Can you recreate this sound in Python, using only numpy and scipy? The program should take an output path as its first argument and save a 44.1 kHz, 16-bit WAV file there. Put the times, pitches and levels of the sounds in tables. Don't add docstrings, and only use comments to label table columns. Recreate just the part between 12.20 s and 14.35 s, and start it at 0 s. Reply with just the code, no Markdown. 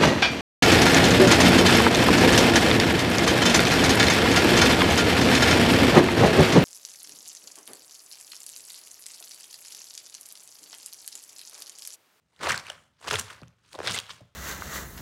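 import sys
import numpy as np
from scipy import signal
from scipy.fft import rfft, irfft
from scipy.io import wavfile
from scipy.ndimage import uniform_filter1d

SR = 44100
rng = np.random.default_rng(int(sys.argv[2]) if len(sys.argv) > 2 else 0)


def pcm_store(signal):
    levels = np.round(np.clip(np.atleast_2d(signal), -1, 1) * 32767)
    wavfile.write(sys.argv[1], SR, levels.astype(np.int16).T)


N = 94815

# [t/s, level/dB of large, medium, small, finest bubbles]
SQUEEZE_1 = [(0.11, -82.5, -80.5, -83, -84), (0.19, -63.5, -58.5, -59.5, -68.5),
             (0.21, -47.5, -39.5, -49, -57.5), (0.238, -32.5, -35.5, -36.5, -41),
             (0.275, -33.5, -26, -37, -43.5), (0.289, -32.5, -35.5, -33.5, -38),
             (0.305, -44, -29.5, -37.5, -41), (0.328, -42.5, -23, -31.5, -39), (0.338, -39, -35, -39, -45),
             (0.362, -54.5, -37.5, -39, -47), (0.37, -43.5, -36, -53, -65), (0.398, -61.5, -41, -39, -49.5),
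             (0.42, -55.5, -81, -78.5, -64), (0.455, -67, -47, -57, -61), (0.49, -53.5, -44, -46, -53.5),
             (0.54, -58.5, -50, -58.5, -60.5), (0.62, -73, -67.5, -73.5, -71)]
SQUEEZE_2 = [(0.777, -103, -76, -76.5, -99.5), (0.807, -62.5, -64, -64, -60), (0.835, -61, -55, -55, -60),
             (0.864, -49, -40.5, -51, -56), (0.886, -32.5, -31.5, -30.5, -37.5),
             (0.898, -47, -35, -41, -46), (0.909, -48.5, -32, -27, -35), (0.924, -28.5, -36.5, -39, -41),
             (0.931, -33.5, -31.5, -29.5, -43.5), (0.959, -37, -31, -34.5, -34),
             (0.977, -62, -39, -41, -50), (0.994, -50, -35, -35, -29.5), (1.024, -82, -59, -50.5, -52.5),
             (1.075, -78, -52.5, -56.5, -64), (1.106, -53.5, -44.5, -50, -55),
             (1.159, -64, -52.5, -60.5, -61.5), (1.201, -67.5, -61, -65.5, -75)]
SQUEEZE_3 = [(1.41, -90, -72.5, -78, -82), (1.449, -69, -67.5, -65.5, -72.5),
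             (1.511, -89, -64.5, -63.5, -63.5), (1.559, -32, -58, -49.5, -51.5),
             (1.569, -64, -60, -62.5, -67), (1.621, -50.5, -53, -47.5, -55.5),
             (1.654, -42, -39.5, -42, -45), (1.683, -36, -30, -27.5, -44), (1.714, -44.5, -39.5, -37, -40),
             (1.755, -47.5, -38.5, -35, -34), (1.78, -44, -36.5, -35, -59.5),
             (1.797, -66, -44, -45.5, -45.5), (1.815, -66.5, -54, -59, -70),
             (1.875, -66, -57.5, -61.5, -66), (1.908, -56.5, -42.5, -41, -53),
             (1.929, -65.5, -51.5, -53.5, -52.5), (2.009, -70, -66.5, -69, -75.5)]
FADE_DB_PER_S = 117
# [lowest f/Hz, highest f/Hz, burst rate/(1/s), strength spread/dB, time to peak/cycles, trim/dB]
BUBBLE_SIZES = [(281, 945, 740, 3.5, 0.65, 1.5), (925, 2400, 1900, 1, 1.33, 0.5),
                (2606, 5730, 3100, 4, 1.3, 2), (5880, 15000, 3700, 2.5, 1.3, 1.5)]
# [f/Hz, level/dB]
BURST_COLOUR = [(260, -10), (450, -1), (900, -2), (1400, 0.5), (2400, -2), (3400, -3), (6000, -6),
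                (8500, -6), (10500, -9), (15000, -18.5)]
BURST_SAG = 0.11
CLUMPS_PER_S, CLUMP_DECAY_S, CLUMP_BED = 200, 0.0029, 0.74

# [t/s, ring level/dB, f/Hz, length scale/s, film snap level/dB]
POPS = [(.163, -48, 3270, .0009, -56), (.209, -33, 1340, .002, -48), (.2295, -26, 1900, .001, -38),
        (.234, -17, 1080, .0006, -27), (.2712, -21, 1450, .0012, -33), (.2943, -13, 1660, .0015, -28),
        (.2983, -18, 2930, .0012, -26), (.3048, -13, 1610, .002, -39), (.3191, -19, 5750, .0012, -27),
        (.3212, -15, 2030, .0028, -29), (.343, -17, 1570, .0028, -38), (.3774, -19, 4260, .001, -25),
        (.4675, -33, 2540, .002, -40), (.4995, -32, 1520, .0035, -45), (.4998, -27, 5600, .0014, -39),
        (.5001, -25, 2990, .0036, -41), (.8142, -40, 1060, .001, -46), (.849, -33, 1100, .002, -48),
        (.8795, -21, 980, .002, -40), (.8826, -21, 2990, .0016, -30), (.9015, -22, 3080, .0005, -29),
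        (.9105, -15, 1420, .0019, -30), (.9107, -16, 3450, .0012, -32), (.9302, -20, 6570, .0015, -26),
        (.9325, -22, 1100, .0025, -37), (.9562, -19, 2120, .002, -35), (.9567, -16, 3400, .0018, -31),
        (.9875, -25, 1270, .0012, -28), (.9898, -21, 1400, .0018, -30), (.9956, -21, 6180, .0005, -25),
        (.9957, -20, 11500, .0007, -30), (1.0116, -27, 1530, .0009, -27), (1.2165, -43, 4400, .001, -53),
        (1.2328, -38, 1310, .002, -62), (1.2329, -40, 2500, .0013, -55), (1.2813, -44, 6240, .0009, -48),
        (1.5305, -33, 4600, .0012, -38), (1.551, -34, 3660, .0012, -44), (1.6326, -26, 1530, .001, -37),
        (1.6476, -28, 1440, .0012, -39), (1.662, -25, 2050, .0022, -42), (1.6735, -11, 3880, .0009, -24),
        (1.674, -19, 2050, .0013, -36), (1.6788, -15, 2110, .0006, -27), (1.6809, -20, 3420, .0025, -37),
        (1.7107, -18, 3420, .0007, -22), (1.7214, -21, 5190, .0006, -24), (1.7543, -22, 8250, .0012, -28),
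        (1.763, -23, 1450, .0016, -32), (1.7771, -21, 3400, .0018, -29), (1.7882, -14, 3340, .0009, -21),
        (1.8005, -24, 5100, .0011, -26), (1.8665, -37, 3410, .0008, -47), (1.8937, -32, 1340, .0015, -53),
        (2.006, -45, 600, .008, -66)]
POP_TRIM_DB, SNAP_TRIM_DB = 1.0, 3
POP_PEAK_SHARE = 0.33
POP_SAG = 0.18
SNAP_LOW_HZ, SNAP_HIGH_HZ, SNAP_RISE_S = 1830, 10100, 0.0001

# [t/s, level/dB, start f/Hz, end f/Hz, glide/s, time to peak/s, snap level/dB]
GULPS_AND_KNOCKS = [(.2425, -28.5, 793, 292, .004, 0.0054, -45),
                    (.5005, -32.5, 1510, 564, 0.0014, 0.0032, -47),
                    (.9105, -27, 1084, 350, 0.0022, 0.0035, -48), (.937, -32, 146, 99.8, .006, 0.02, -61),
                    (.992, -33.5, 132, 100, 0.0067, .014, -59),
                    (1.216, -39, 1495, 132.4, .0034, 0.012, -53),
                    (1.5432, -36, 1490, 802, 0.0015, 0.0016, -49.5),
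                    (1.5535, -33.5, 1220, 280, 0.00794, 0.0023, -42.5),
                    (1.5817, -36.5, 1507, 544, 0.0012, 0.0034, -64),
                    (1.5885, -24, 3360, 386, 0.000974, 0.0028, -36),
                    (1.6019, -22.5, 3370, 367, 0.00109, 0.0032, -41.5),
                    (1.6153, -28, 2670, 350, .0019, 0.002, -55.5),
                    (2.0095, -46, 1290, 110, .0027, 0.013, -53.5)]
GULP_SHAPE = 1.1
GULP_RAGGED, GULP_RAGGED_HZ = 0.3, 895
GULP_CLOSE = 2.4
GULP_OVERTONE, GULP_OVERTONE_DB = 2.3, -13

# [t/s, length/s, level/dB, start f/Hz, end f/Hz]
SQUEAKS = [(.236, 0.052, -31, 1130, 1158), (.264, 0.019, -24.5, 512, 710), (.275, 0.045, -30, 2780, 2850),
           (.298, .018, -21.5, 1618, 1536), (.349, .018, -32.5, 1470, 1660), (.355, 0.011, -32, 7970, 7500),
           (.925, 0.034, -28.5, 435, 414), (.93, 0.032, -31.5, 1520, 1277),
           (1.743, 0.013, -25.5, 1930, 2190)]
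SQUEAK_WAVER = 0.023

# [t/s, level/dB]
PUSHES = [
    [(0.15, -109), (0.204, -58), (0.244, -50.5), (0.32, -41.5), (0.398, -53), (0.44, -70), (0.6, -63.5)],
    [(0.8, -79.5), (0.885, -48.5), (0.916, -43), (0.948, -43.5), (0.998, -45.5), (1.076, -65), (1.2, -65.5)],
    [(1.5, -72.5), (1.536, -70.5), (1.548, -64.5), (1.71, -39.5), (1.878, -72.5), (1.908, -63.5),
     (1.98, -65)],
]
# [f/Hz, level/dB per Hz]
PUSH_COLOUR = [(25, -41), (50, -16), (65, -6), (82, -1), (103, 0), (130, -2.5), (175, -4), (240, -8.5),
               (400, -24.5), (1000, -70.5)]
PUSH_TRIM_DB = 2
# [t/s, level/dB]
THUDS = [(1.224, -46), (1.275, -55.5), (2.017, -52)]
# [f/Hz, level/dB, t60/s]
TABLE_MODES = [(77.3, -4.5, 0.27), (114, 2.5, 0.16), (173.4, -2, 0.25), (241, -3, 0.174)]
THUD_RISE_S = 0.0007

# [f/Hz, t60/s]
ROOM_T60 = [(60, .7), (150, 0.29), (400, 0.48), (1500, 0.48), (4000, 0.47), (9000, 0.35), (16000, 0.81)]
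# [f/Hz, level/dB]
ROOM_SEND = [(60, -6), (120, -7), (180, -8), (260, -34.5), (500, -6.5), (1000, -12), (4000, -15),
             (9000, -14.5), (16000, -16)]
# [f/Hz, level/dB per Hz]
FLOOR_COLOUR = [(15, -52.5), (25, -12.5), (82, -1), (200, -7.5), (349, -16), (1340, -24.5), (2850, -27),
                (15500, -40.5)]
FLOOR_DB = -71
# [f/Hz, level/dB]
MIC_COLOUR = [(20, -14), (45, -16), (70, -3), (9000, -3), (12000, -8.5), (16000, -6)]
EDGE_HZ = 16000


def amp(db):
    return 10 ** (np.asarray(db) / 20)


def evened(x):
    return x / np.sqrt(np.mean(x ** 2) + 1e-20)


def read(points, hz):
    f, value = np.transpose(points)
    return np.interp(np.log(hz + 1), np.log(f + 1), value)


def add(mix, s, sound):
    part = mix[round(s * SR):][:len(sound)]
    part += sound[:len(part)]


def levels(curves, column):
    t = np.arange(N) / SR
    gain = np.zeros(N)
    for curve in map(np.array, curves):
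        outside_s = np.maximum(curve[0, 0] - t, 0) + np.maximum(t - curve[-1, 0], 0)
        db = np.interp(t, curve[:, 0], curve[:, column]) - FADE_DB_PER_S * outside_s
        gain = np.maximum(gain, amp(db))
    return gain


def noise(colour):
    spectrum = rfft(rng.standard_normal(N))
    return evened(irfft(spectrum * amp(read(colour, np.fft.rfftfreq(N, 1 / SR))), N))


def bubble(start_hz, end_hz, glide_s, peak_s, shape=1):
    t = np.arange(0, 10 * peak_s, 1 / SR)
    hz = end_hz + (start_hz - end_hz) * np.exp(-t / glide_s)
    swell = (t / peak_s * np.exp(1 - t / peak_s)) ** shape
    return swell * np.sin(2 * np.pi * np.cumsum(hz) / SR)


def swarm(low_hz, high_hz, rate, spread_db, cycles, trim_db, count=18):
    out = np.zeros(N)
    for hz in np.geomspace(low_hz, high_hz, count):
        strength = amp(spread_db * np.minimum(rng.exponential(1, N), 3.5))
        polarity = rng.choice([-1, 1], N)
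        bursts = strength * polarity * (rng.random(N) < rate / count / SR)
        ring = bubble(hz * (1 + BURST_SAG), hz * (1 - BURST_SAG / 2), 2 * cycles / hz, cycles / hz)
        ring /= np.linalg.norm(ring)
        out += amp(read(BURST_COLOUR, hz)) * signal.oaconvolve(bursts, ring)[:N]
    return amp(trim_db) * evened(out)


def crackle():
    tears = (rng.random(N) < CLUMPS_PER_S / SR) * rng.uniform(0.62, 1, N)
    trails = signal.lfilter([1], [1, -np.exp(-1 / SR / CLUMP_DECAY_S)], tears)
    clumps = evened(CLUMP_BED + trails)
    squeezes = [SQUEEZE_1, SQUEEZE_2, SQUEEZE_3]
    bursts = np.zeros(N)
    for column, size in enumerate(BUBBLE_SIZES, 1):
        bursts += swarm(*size) * levels(squeezes, column)
    return clumps * bursts


def snap(length_s):
    t = np.arange(1024) / SR
    film = signal.butter(2, [SNAP_LOW_HZ, SNAP_HIGH_HZ], "band", fs=SR, output="sos")
    puff = evened(signal.sosfilt(film, rng.standard_normal(len(t))))
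    return puff * np.exp(-t / length_s) * (1 - np.exp(-t / SNAP_RISE_S))


def pops():
    out = np.zeros(N)
    for s, db, hz, length, snap_db in POPS:
        ring = bubble(hz * (1 + POP_SAG), hz * (1 - POP_SAG / 2), length / 2, length * POP_PEAK_SHARE)
        add(out, s, amp(db + POP_TRIM_DB) * ring)
        add(out, s, amp(snap_db + SNAP_TRIM_DB) * snap(length))
    return out


def gulps_and_knocks(snap_s=0.0015):
    out = np.zeros(N)
    lowpass = signal.butter(2, GULP_RAGGED_HZ, fs=SR, output="sos")
    flutter = evened(signal.sosfilt(lowpass, rng.standard_normal(N)))
    for s, db, start_hz, end_hz, glide_s, peak_s, snap_db in GULPS_AND_KNOCKS:
        ring = bubble(start_hz, end_hz, glide_s, peak_s, GULP_SHAPE)
        overtone = bubble(start_hz * GULP_OVERTONE, end_hz * GULP_OVERTONE, glide_s, peak_s, GULP_SHAPE)
        t = np.arange(len(ring)) / SR
        collapse = np.exp(-(t / peak_s / GULP_CLOSE) ** 4)
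        add(out, s, amp(db) * (ring + amp(GULP_OVERTONE_DB) * overtone) * collapse)
        add(out, s, amp(snap_db) * snap(snap_s))
    return out * (1 + GULP_RAGGED * flutter)


def squeaks():
    out = np.zeros(N)
    for s, length, db, start_hz, end_hz in SQUEAKS:
        t = np.arange(0, length, 1 / SR)
        waver = evened(uniform_filter1d(rng.standard_normal(8192), size=128))[:len(t)]
        hz = np.geomspace(start_hz, end_hz, len(t)) * (1 + SQUEAK_WAVER * waver)
        swell = np.sin(np.pi * t / length)
        add(out, s, amp(db) * swell * np.sin(2 * np.pi * np.cumsum(hz) / SR))
    return out


def pushes():
    return amp(PUSH_TRIM_DB) * noise(PUSH_COLOUR) * levels(PUSHES, 1)


def thuds():
    out = np.zeros(N)
    t = np.arange(SR // 2) / SR
    ring = np.zeros(len(t))
    for hz, db, t60 in TABLE_MODES:
        ring += amp(db) * np.exp(-np.log(1000) * t / t60) * np.sin(2 * np.pi * hz * t)
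    ring *= np.minimum(t / THUD_RISE_S, 1)
    for s, db in THUDS:
        add(out, s, amp(db) * ring)
    return out


def room(x, rise_s=0.012):
    hz, t, bands = signal.stft(rng.standard_normal(SR), SR, nperseg=1024)
    t60 = read(ROOM_T60, hz)[:, None]
    decay = np.exp(-np.log(1000) * t / t60)
    decay *= np.sqrt(2 * np.log(1000) / t60 / SR)
    send = amp(read(ROOM_SEND, hz))[:, None]
    tail = signal.istft(bands * decay * send, SR, nperseg=1024)[1]
    tail *= np.minimum(np.arange(len(tail)) / SR / rise_s, 1)
    return signal.fftconvolve(x, tail)[:N]


def background():
    return amp(FLOOR_DB) * noise(FLOOR_COLOUR)


def scene():
    slime = crackle() + pops() + gulps_and_knocks() + squeaks()
    bass = pushes() + thuds()
    close = slime + bass
    return (close + room(close) + background())[None]


def record(dry):
    colour = amp(read(MIC_COLOUR, np.fft.rfftfreq(2 * N, 1 / SR)))
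    heard = irfft(rfft(dry, 2 * N) * colour)[:, :N]
    band_limit = signal.firwin(511, EDGE_HZ, window=("kaiser", 9), fs=SR)
    return signal.oaconvolve(heard, band_limit[None], "same")


dry = scene()
out = record(dry)
pcm_store(out)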